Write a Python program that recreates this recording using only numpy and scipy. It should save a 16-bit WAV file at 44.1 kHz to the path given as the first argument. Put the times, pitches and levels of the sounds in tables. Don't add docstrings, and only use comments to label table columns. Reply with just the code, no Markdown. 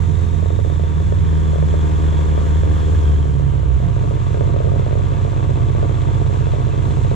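import sys
import numpy as np
from scipy import signal
from scipy.fft import rfft, irfft
from scipy.io import wavfile
from scipy.ndimage import uniform_filter1d, minimum_filter1d

SR = 44100
rng = np.random.default_rng(int(sys.argv[2]) if len(sys.argv) > 2 else 0)


def unload_wav(signal):
    wavfile.write(
        sys.argv[1],
        SR,
        np.round(np.clip(np.atleast_2d(signal).T, -1, 1) * 32767).astype(np.int16),
    )


N = 315310
TIME = np.arange(N) / SR
BINS = np.fft.rfftfreq(N, 1 / SR)
IDLE_HZ, TAXI_HZ, FAST_HZ = 14.8, 19.3, 20.82
BLADES_PER_CYCLE = 2.47

# pitch in Hz, lead of the left in radians.
LEFT_LEAD = [(40, -4.1), (50, -3.9), (62, -2.5), (68, -.3), (77, .1), (93, -.6), (108, .3), (125, .1),
             (140, 1.7), (155, 2.4), (200, 1.3), (290, .6), (600, 1.9), (860, 2.7), (1500, 2.2), (2000, .8),
             (2600, 0), (4300, .3), (7000, 1), (15000, 2)]
# strength in dB, lateness at idle as a share of a cycle.
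CYLINDERS = [(1, .005), (-1.5, .025), (-1, -.11), (0, .01)]
# time in seconds, strength in dB.
HARD_POPS = [(0.426, -18.5), (0.459, -17), (0.504, -16), (0.59, -13.5), (0.648, -16.5), (0.7, -17),
             (0.796, -16.5), (0.836, -17.5), (1.002, -19), (1.123, -13.5), (1.533, -16), (1.558, -15),
             (1.584, -15.5), (1.626, -13), (1.74, -12.5), (2.124, -20), (2.191, -15), (2.377, -14),
             (2.634, -14), (3.397, -18), (3.632, -20), (3.802, -20), (3.965, -16.5), (4.037, -19),
             (4.11, -15.5), (4.306, -20.5), (4.345, -15.5), (4.372, -16), (4.409, -10.5), (4.436, -19),
             (4.452, -21.5), (4.476, -23.5), (4.541, -18), (4.563, -12), (4.603, -14.5), (4.645, -15.5),
             (4.659, -22), (4.672, -12.5), (4.718, -18.5), (4.737, -14), (4.796, -15.5), (4.821, -20.5),
             (4.864, -13.5), (4.909, -16.5), (4.928, -16), (4.954, -17.5), (4.972, -18.5), (4.994, -18.5),
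             (5.25, -18.5), (5.318, -22), (5.493, -16.5), (5.75, -14.5), (5.765, -19), (5.829, -12.5),
             (5.895, -18), (6.02, -21.5), (6.251, -18.5), (6.297, -19), (6.407, -24), (6.469, -17),
             (6.536, -14), (6.553, -24), (6.668, -19.5), (6.736, -18), (7.049, -16.5), (7.114, -12.5)]


def undb(db):
    return 10 ** (np.asarray(db) / 20)


def curves(table, x=TIME):
    points, *columns = np.transpose(table)
    return [np.interp(x, points, c) for c in columns]


def at(points, hz):
    pitch, value = np.transpose(points)
    return np.interp(np.log(hz + 1e-3), np.log(pitch), value)


def unit(x):
    return x / np.sqrt(np.mean(x ** 2))


def ring(x, colour):
    beyond = np.maximum(BINS / colour[-1][0], 1)
    cepstrum = irfft(np.log(undb(at(colour, BINS)) / beyond ** 2), N)
    cepstrum[1:N // 2] *= 2
    cepstrum[N // 2 + 1:] = 0
    return irfft(rfft(x) * np.exp(rfft(cepstrum)), N)


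def mode(pulses, hz, fade_s):
    t = TIME[:SR // 5]
    return signal.oaconvolve(pulses, undb(-60 * t / fade_s) * np.sin(2 * np.pi * hz * t))[:N]


def shelf(x, hz, db):
    high = irfft(rfft(x) * (1 - 1 / (1 + (BINS / hz) ** 16)), N)
    return x + high * (undb(db) - 1)


def side_phases(hz):
    return at(LEFT_LEAD, hz) * np.array([[.5], [-.5]])


def spread(x):
    return irfft(rfft(x) * np.exp(1j * side_phases(BINS)), N)


def air(shared):
    return np.sqrt(shared) * rng.standard_normal(N) + np.sqrt(1 - shared) * rng.standard_normal((2, N))


def wander(hz):
    hold = int(SR / hz)
    steps = np.repeat(rng.standard_normal(N // hold + 1), hold)[:N]
    return unit(uniform_filter1d(uniform_filter1d(steps, hold), hold))


def strikes(times, sizes):
    return np.bincount(np.clip(np.asarray(times) * SR, 0, N - 1).astype(int), sizes, N)


def sputter(pulses, burst_db, decay_s):
    power = signal.lfilter([1], [1, -np.exp(-2 / (decay_s * SR))], pulses ** 2)
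    return pulses + undb(burst_db) * np.std(pulses) * unit(np.sqrt(power) * air(shared=0.27))


def slipstream(db=-40, top_hz=35):
    lowpass = signal.butter(2, top_hz, fs=SR, output="sos")
    return undb(db) * unit(signal.sosfilt(lowpass, air(shared=0)))


def gears(cycles, teeth_per_cycle=175, roughness_hz=135):
    lowpass = signal.butter(2, roughness_hz, fs=SR, output="sos")

    def whine(multiple):
        rough = signal.sosfilt(lowpass, air(shared=1) + 1j * air(shared=1))
        return unit(np.real(rough * np.exp(2j * np.pi * multiple * cycles)))
    blades = 2 * np.pi * BLADES_PER_CYCLE * cycles
    rattle = np.exp(.3 * np.cos(blades) + .5 * np.cos(2 * blades)) * undb(2 * wander(60))
    return (whine(teeth_per_cycle) + whine(teeth_per_cycle / 2)) * rattle


def hiss(cycles, settled):
    # pitch in Hz, level in dB.
    colour = [(1500, -9.5), (3000, -6.5), (4000, 0.5), (4850, -4.5), (5800, 1), (7500, 4), (8800, -8),
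              (10200, -10), (11200, -13.5), (15500, -19.5)]
    valves = 0.089 * np.cos(4 * np.pi * cycles)
    blades = 0.045 * np.cos(2 * np.pi * BLADES_PER_CYCLE * cycles)
    swell = np.exp(valves + blades) * undb(0.54 * wander(22))
    noise = unit(spread(ring(air(shared=.35) * swell, colour)))
    return shelf(noise, hz=11000, db=-9 * settled)


def valve_ticks(cycles, scatter_db=5.5, slack_s=.0012):
    # place in the cycle from 0 to 1, level in dB.
    ticks = [(.32, -2), (.79, 0), (.91, -.5)]
    # pitch in Hz, fade time in seconds, level in dB.
    cover_notes = [(2080, .018, -3), (2600, .022, 0), (3450, .024, 1), (3900, .016, -1)]
    place, tick_db = np.transpose(ticks)
    times = np.interp(np.arange(int(cycles[-1]))[:, None] + place, cycles, TIME)
    times = times + slack_s * rng.standard_normal(times.shape)
    out = 0
    for hz, fade_s, note_db in cover_notes:
        chance = np.clip(rng.standard_normal(times.shape), -2, 1.3)
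        sizes = undb(tick_db + note_db + scatter_db * chance)
        rattle = sputter(strikes(times.ravel(), sizes.ravel()), burst_db=-5, decay_s=.005)
        out = out + np.array([mode(side, hz, fade_s) for side in rattle])
    return unit(spread(out))


def brake(start_s=3.797, length_s=0.14, hz=174, sag=0.069):
    progress = np.clip((TIME - start_s) / length_s, 0, 1)
    phase = 2 * np.pi * np.cumsum(hz * (1 - sag * progress ** 2)) / SR
    tone = undb(-21.5) * np.sin(phase) + undb(-36) * np.sin(4 * phase)
    return tone * np.sin(np.pi * progress) * np.array([[.7], [1.2]])


def propeller_wash(cycles, idling, left_db=0.73):
    # pitch in Hz, level in dB.
    colour = [(400, -10.5), (790, -7), (880, -3), (935, 5), (1030, -2.5), (1150, -1.5), (1280, -7),
              (1560, -9), (1680, -8.5), (1820, -14), (2100, -14), (2850, -18), (3500, -16.5), (4800, -32),
              (9000, -44.5)]
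    puffs = 0.27 * np.cos(8 * np.pi * cycles) + 0.059 * np.cos(2 * np.pi * cycles)
    chop = 0.11 * np.cos(2 * np.pi * BLADES_PER_CYCLE * cycles)
    swell = np.exp(idling * puffs + (1 - idling) * chop)
    rush = air(shared=0.64) * swell * undb(0.51 * wander(25))
    return unit(spread(ring(rush, colour))) * undb([[left_db], [-left_db]])


def propeller_hum(cycles, idling, flutter=0.38):
    # multiple of the blade rate, left and right dB when taxiing, left and right dB at idle.
    tones = [(1, -45, -21.5, -42, -42), (2, -40.5, -18, -25.5, -31.5), (3, -51.5, -23, -54.5, -25)]
    out = 0
    for multiple, *db in tones:
        multiple, db = round(multiple), np.array(db)[:, None]
        level = undb(db[:2] * (1 - idling) + db[2:] * idling)
        gusts = unit(np.abs(1 + flutter * multiple * wander(12)))
        phase = multiple * (2 * np.pi * BLADES_PER_CYCLE * cycles + flutter * wander(12))
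        out = out + level * gusts * np.cos(phase)
    return spread(out)


def firing_times(cycles, idling):
    even = np.arange(.025, cycles[-1], 1 / 4)
    late = np.resize(np.transpose(CYLINDERS)[1], len(even)) * np.interp(even, cycles, idling)
    return np.interp(even + late, cycles, TIME)


def stutter(times, sizes, idling, jitter=.13, scatter_db=2, under_power_db=-7):
    # usual gap before it in seconds, level against the pulse in dB.
    bursts = [(.0075, -8.5), (.0065, -13), (.007, -12)]
    gap_s, db = np.transpose(bursts)
    chance = rng.standard_normal((len(times), 2, len(gap_s)))
    later = times[:, None] + np.cumsum(gap_s * (1 + jitter * chance[:, 0]), axis=1)
    power = 1 - np.interp(times, TIME, idling)[:, None]
    weaker = sizes[:, None] * undb(db + under_power_db * power + scatter_db * chance[:, 1])
    return strikes(times, sizes) + strikes(later.ravel(), weaker.ravel())


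def exhaust_thuds(fired, settled, idle_db=6):
    # pitch in Hz, level in dB.
    left_colour = [(15, -30), (40, -39.5), (70, 10), (95, -3), (150, -1.5), (200, -25), (400, -54.5)]
    right_colour = [(15, -25.5), (42, -12), (70, 2.5), (100, -2.5), (145, 1), (175, -8), (210, -4),
                    (240, -23.5), (400, -46)]
    pulses = strikes(fired, rng.uniform(-1, 1, len(fired)))
    left, right = sputter(pulses, burst_db=-3, decay_s=.03)
    left = undb(-32) * unit(ring(left, left_colour))
    right = undb(-29) * unit(ring(right, right_colour))
    return spread(np.array([left, right])) * undb(idle_db * settled)


def ragged_running():
    # start in seconds, length in seconds, boost in dB.
    spells = [(0.304, 0.59, 1.5), (4.27, 0.77, 5), (5.744, 0.18, 4), (6.186, .13, 1)]
    extra_db = 0
    for start_s, length_s, db in spells:
        progress = np.clip((TIME - start_s) / length_s, 0, 1)
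        extra_db += db * np.sqrt(np.abs(np.sin(np.pi * progress)))
    return extra_db


def exhaust_bark(fired, idling, scatter_db=2, jitter_s=.0004):
    # pitch in Hz, level in dB.
    left_colour = [(120, -7.5), (220, -7.5), (310, 1), (400, 0), (525, 5), (565, -3), (603, -8), (640, -7),
                   (678, 2), (760, -15.5), (935, -9.5), (1040, -13.5), (1150, -3), (1220, -19), (1290, -23),
                   (3000, -54)]
    right_colour = [(120, -26.5), (220, 3.5), (310, 10), (370, 2), (440, 8.5), (500, 3), (550, -7),
                    (600, -4.5), (690, -9), (780, -11.5), (935, -5), (1040, -14), (1160, -12),
                    (1290, -30.5), (3000, -48.5)]
    chance = rng.standard_normal((len(fired), 2))
    cylinder_db = np.resize(np.transpose(CYLINDERS)[0], len(fired))
    sizes = undb(cylinder_db + scatter_db * np.clip(chance[:, 0], -2, 1))
    wait_s = np.transpose(HARD_POPS)[0] - fired[:, None]
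    sizes[((wait_s > -.004) & (wait_s < .025)).any(axis=1)] *= .35
    pulses = stutter(fired + jitter_s * chance[:, 1], sizes, idling)
    left, right = sputter(pulses, burst_db=-7, decay_s=.007)
    bark = spread(np.array([ring(left, left_colour), ring(right, right_colour)]))
    return unit(shelf(bark, hz=550, db=5 * idling))


def exhaust_pops(fired, load_db, settled, stray_odds=0.025, idle_odds=0.45, stray_db=16.5):
    # pitch in Hz, level in dB.
    left_colour = [(150, -28), (330, -10), (400, -5), (455, 1), (525, 3), (560, 1), (600, 0), (640, -5),
                   (680, -5), (760, -19), (930, -15), (1040, -21), (1160, -13), (1300, -28), (2500, -46)]
    right_colour = [(150, -28), (300, -7), (370, -3), (450, 3.5), (500, 1), (550, -4), (600, -5),
                    (680, -12), (790, -20), (930, -16), (2500, -46)]
    # pitch in Hz, fade time in seconds, left dB, right dB.
    silencer_notes = [(445, .06, -20, -17), (602, .06, -26, -28), (678, .1, -24, -32)]
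    pop_s, pop_db = np.transpose(HARD_POPS)
    first_cylinder = np.resize([1, 0, 0, 0], len(fired))
    odds = stray_odds + idle_odds * first_cylinder * np.interp(fired, TIME, settled)
    clear = np.abs(pop_s - fired[:, None]).min(axis=1) > .02
    strays = clear * (rng.random(len(fired)) < odds) * undb(stray_db + np.interp(fired, TIME, load_db))
    pulses = stutter(pop_s, undb(pop_db), settled) + stutter(fired, strays, settled)
    knock_peak = np.abs(ring(strikes([0], [1]), right_colour)).max()
    left, right = sputter(pulses / knock_peak, burst_db=-16, decay_s=.01)
    knock = np.array([ring(left, left_colour), ring(right, right_colour)])
    ringing = sum(undb(db)[:, None] * mode(pulses, hz, fade_s) for hz, fade_s, *db in silencer_notes)
    return spread(knock + ringing)


def standing_waves(hz):
    # pitch in Hz, half width in Hz, left dB, right dB.
    waves = [(65.8, 0.65, 10, 11.5), (67.7, 3.4, 1, 2.5), (74.57, 2.16, 8, 4), (98.3, 0.82, -1, -15),
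             (128.9, 0.76, -11.5, 11), (138.9, 4.4, -16, 7.5), (151.8, 1.6, -5, -7.5)]
    grid_hz = np.arange(50, 200, .1)
    change_db = sum(np.array([[left_db], [right_db]]) * np.exp(-((grid_hz - centre) / width) ** 2)
                    for centre, width, left_db, right_db in waves)
    return np.array([np.interp(hz, grid_hz, side) for side in change_db])


def exhaust_boom(cycles, cycle_hz, settled):
    # cycle rate in Hz, left and right dB of the firing note, left and right dB of its octave.
    boom_levels = [(16.4, -26, -17.5, -21, -20), (19.5, -13.5, -15, -21.5, -15),
                   (20.46, -21.5, -11, -35, -26.5)]
    # multiple of the cycle rate, left dB, right dB.
    idle_tones = [(2, -30.5, -35), (3, -17.5, -25.5), (5, -37.5, -29.5), (6, -30.5, -11.5), (7, -36.5, -27),
                  (9, -24.5, -24), (10, -31.5, -23.5), (12, -53, -32.5), (13, -46, -35), (25, -44.5, -36.5)]
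    taxi_tones = [(2, -23, -18.5), (3, -22.5, -36.5), (5, -48, -35), (6, -41, -31), (7, -53.5, -34.5),
                  (9, -41.5, -40.5), (10, -54, -37.5), (11, -54.5, -34.5), (16, -42.5, -39),
                  (21, -41.5, -36.5)]
    fast_tones = [(2, -24, -20.5), (3, -29, -23), (5, -46, -39), (6, -30, -27.5), (7, -49, -25),
                  (10, -63, -30)]

    def tone(multiple, db):
        hz = multiple * cycle_hz
        unsteady = 1 + (.035 + .095 * settled) * (wander(22) + 1j * wander(22))
        stagger = .57 * multiple ** 2
        phase = 2 * np.pi * multiple * (cycles - .5) + stagger + side_phases(hz)
        return undb(db + standing_waves(hz)) * np.real(unsteady * np.exp(1j * phase))
    boom_db = np.array(curves(boom_levels, cycle_hz))
    out = tone(4, boom_db[:2]) + tone(8, boom_db[2:])
    for tones, weights in zip((idle_tones, taxi_tones, fast_tones), np.eye(3)):
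        share = np.interp(cycle_hz, (IDLE_HZ, TAXI_HZ, FAST_HZ), weights)
        for multiple, left_db, right_db in tones:
            out += share * tone(round(multiple), np.array([[left_db], [right_db]]))
    return out


def scene():
    # time in seconds, cycles per second.
    speed = [(0, 20.9), (0.5, 20.86), (1.05, 19.67), (1.5, 19.38), (2.2, 19.25), (2.9, 19.2), (3.2, 18.55),
             (3.6, 16.77), (3.9, 16.03), (4.25, 15.53), (5.2, 15.49), (6.2, 15.57), (7.15, 15.59)]
    # time in seconds, base midrange level in dB, base treble level in dB.
    load = [(0.15, -44, -54), (0.87, -44.5, -56), (1.76, -41.5, -53.5), (2.92, -40.5, -52.5),
            (3.43, -45, -58.5), (4.3, -43, -56), (4.53, -42.5, -57), (7.05, -41.5, -53.5)]
    cycle_hz, = curves(speed)
    load_db, treble_db = curves(load)
    cycles = np.cumsum(cycle_hz) / SR
    idling = np.interp(cycle_hz, (IDLE_HZ, TAXI_HZ), [1, 0])
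    settled = np.interp(cycle_hz, (15.55, 16.2), [1, 0])
    fired = firing_times(cycles, idling)
    dip_db = -4.5 * np.exp(-((cycles % 1 - .35) / .085) ** 2)
    lumps = undb(settled * (dip_db + 1.2 * wander(30)))
    low_end = lumps * (exhaust_boom(cycles, cycle_hz, settled) + exhaust_thuds(fired, settled))
    bark = undb(load_db + 11 + 0.5 * idling + ragged_running()) * exhaust_bark(fired, idling)
    exhaust = low_end + bark + exhaust_pops(fired, load_db, settled)
    machinery = undb(treble_db + 3.5) * hiss(cycles, settled)
    machinery += undb(treble_db + 2) * settled * valve_ticks(cycles)
    machinery += undb(load_db - 13 - 9.5 * idling) * gears(cycles)
    propeller = undb(load_db + 6) * propeller_wash(cycles, idling) + propeller_hum(cycles, idling)
    return slipstream() + machinery + brake() + propeller + exhaust


def record(dry, fade_s=.004, ceiling=.59, smooth_samples=600, top_hz=15600):
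    fade = np.minimum(np.minimum(TIME, TIME[::-1]) / fade_s, 1)
    x = signal.sosfilt(signal.butter(1, 12, "high", fs=SR, output="sos"), dry * fade)
    gain = ceiling / np.maximum(np.abs(x).max(axis=0), ceiling)
    x = x * uniform_filter1d(minimum_filter1d(gain, smooth_samples), smooth_samples)
    return signal.sosfilt(signal.ellip(8, .2, 70, top_hz, fs=SR, output="sos"), x)


dry = scene()
out = record(dry)
unload_wav(out)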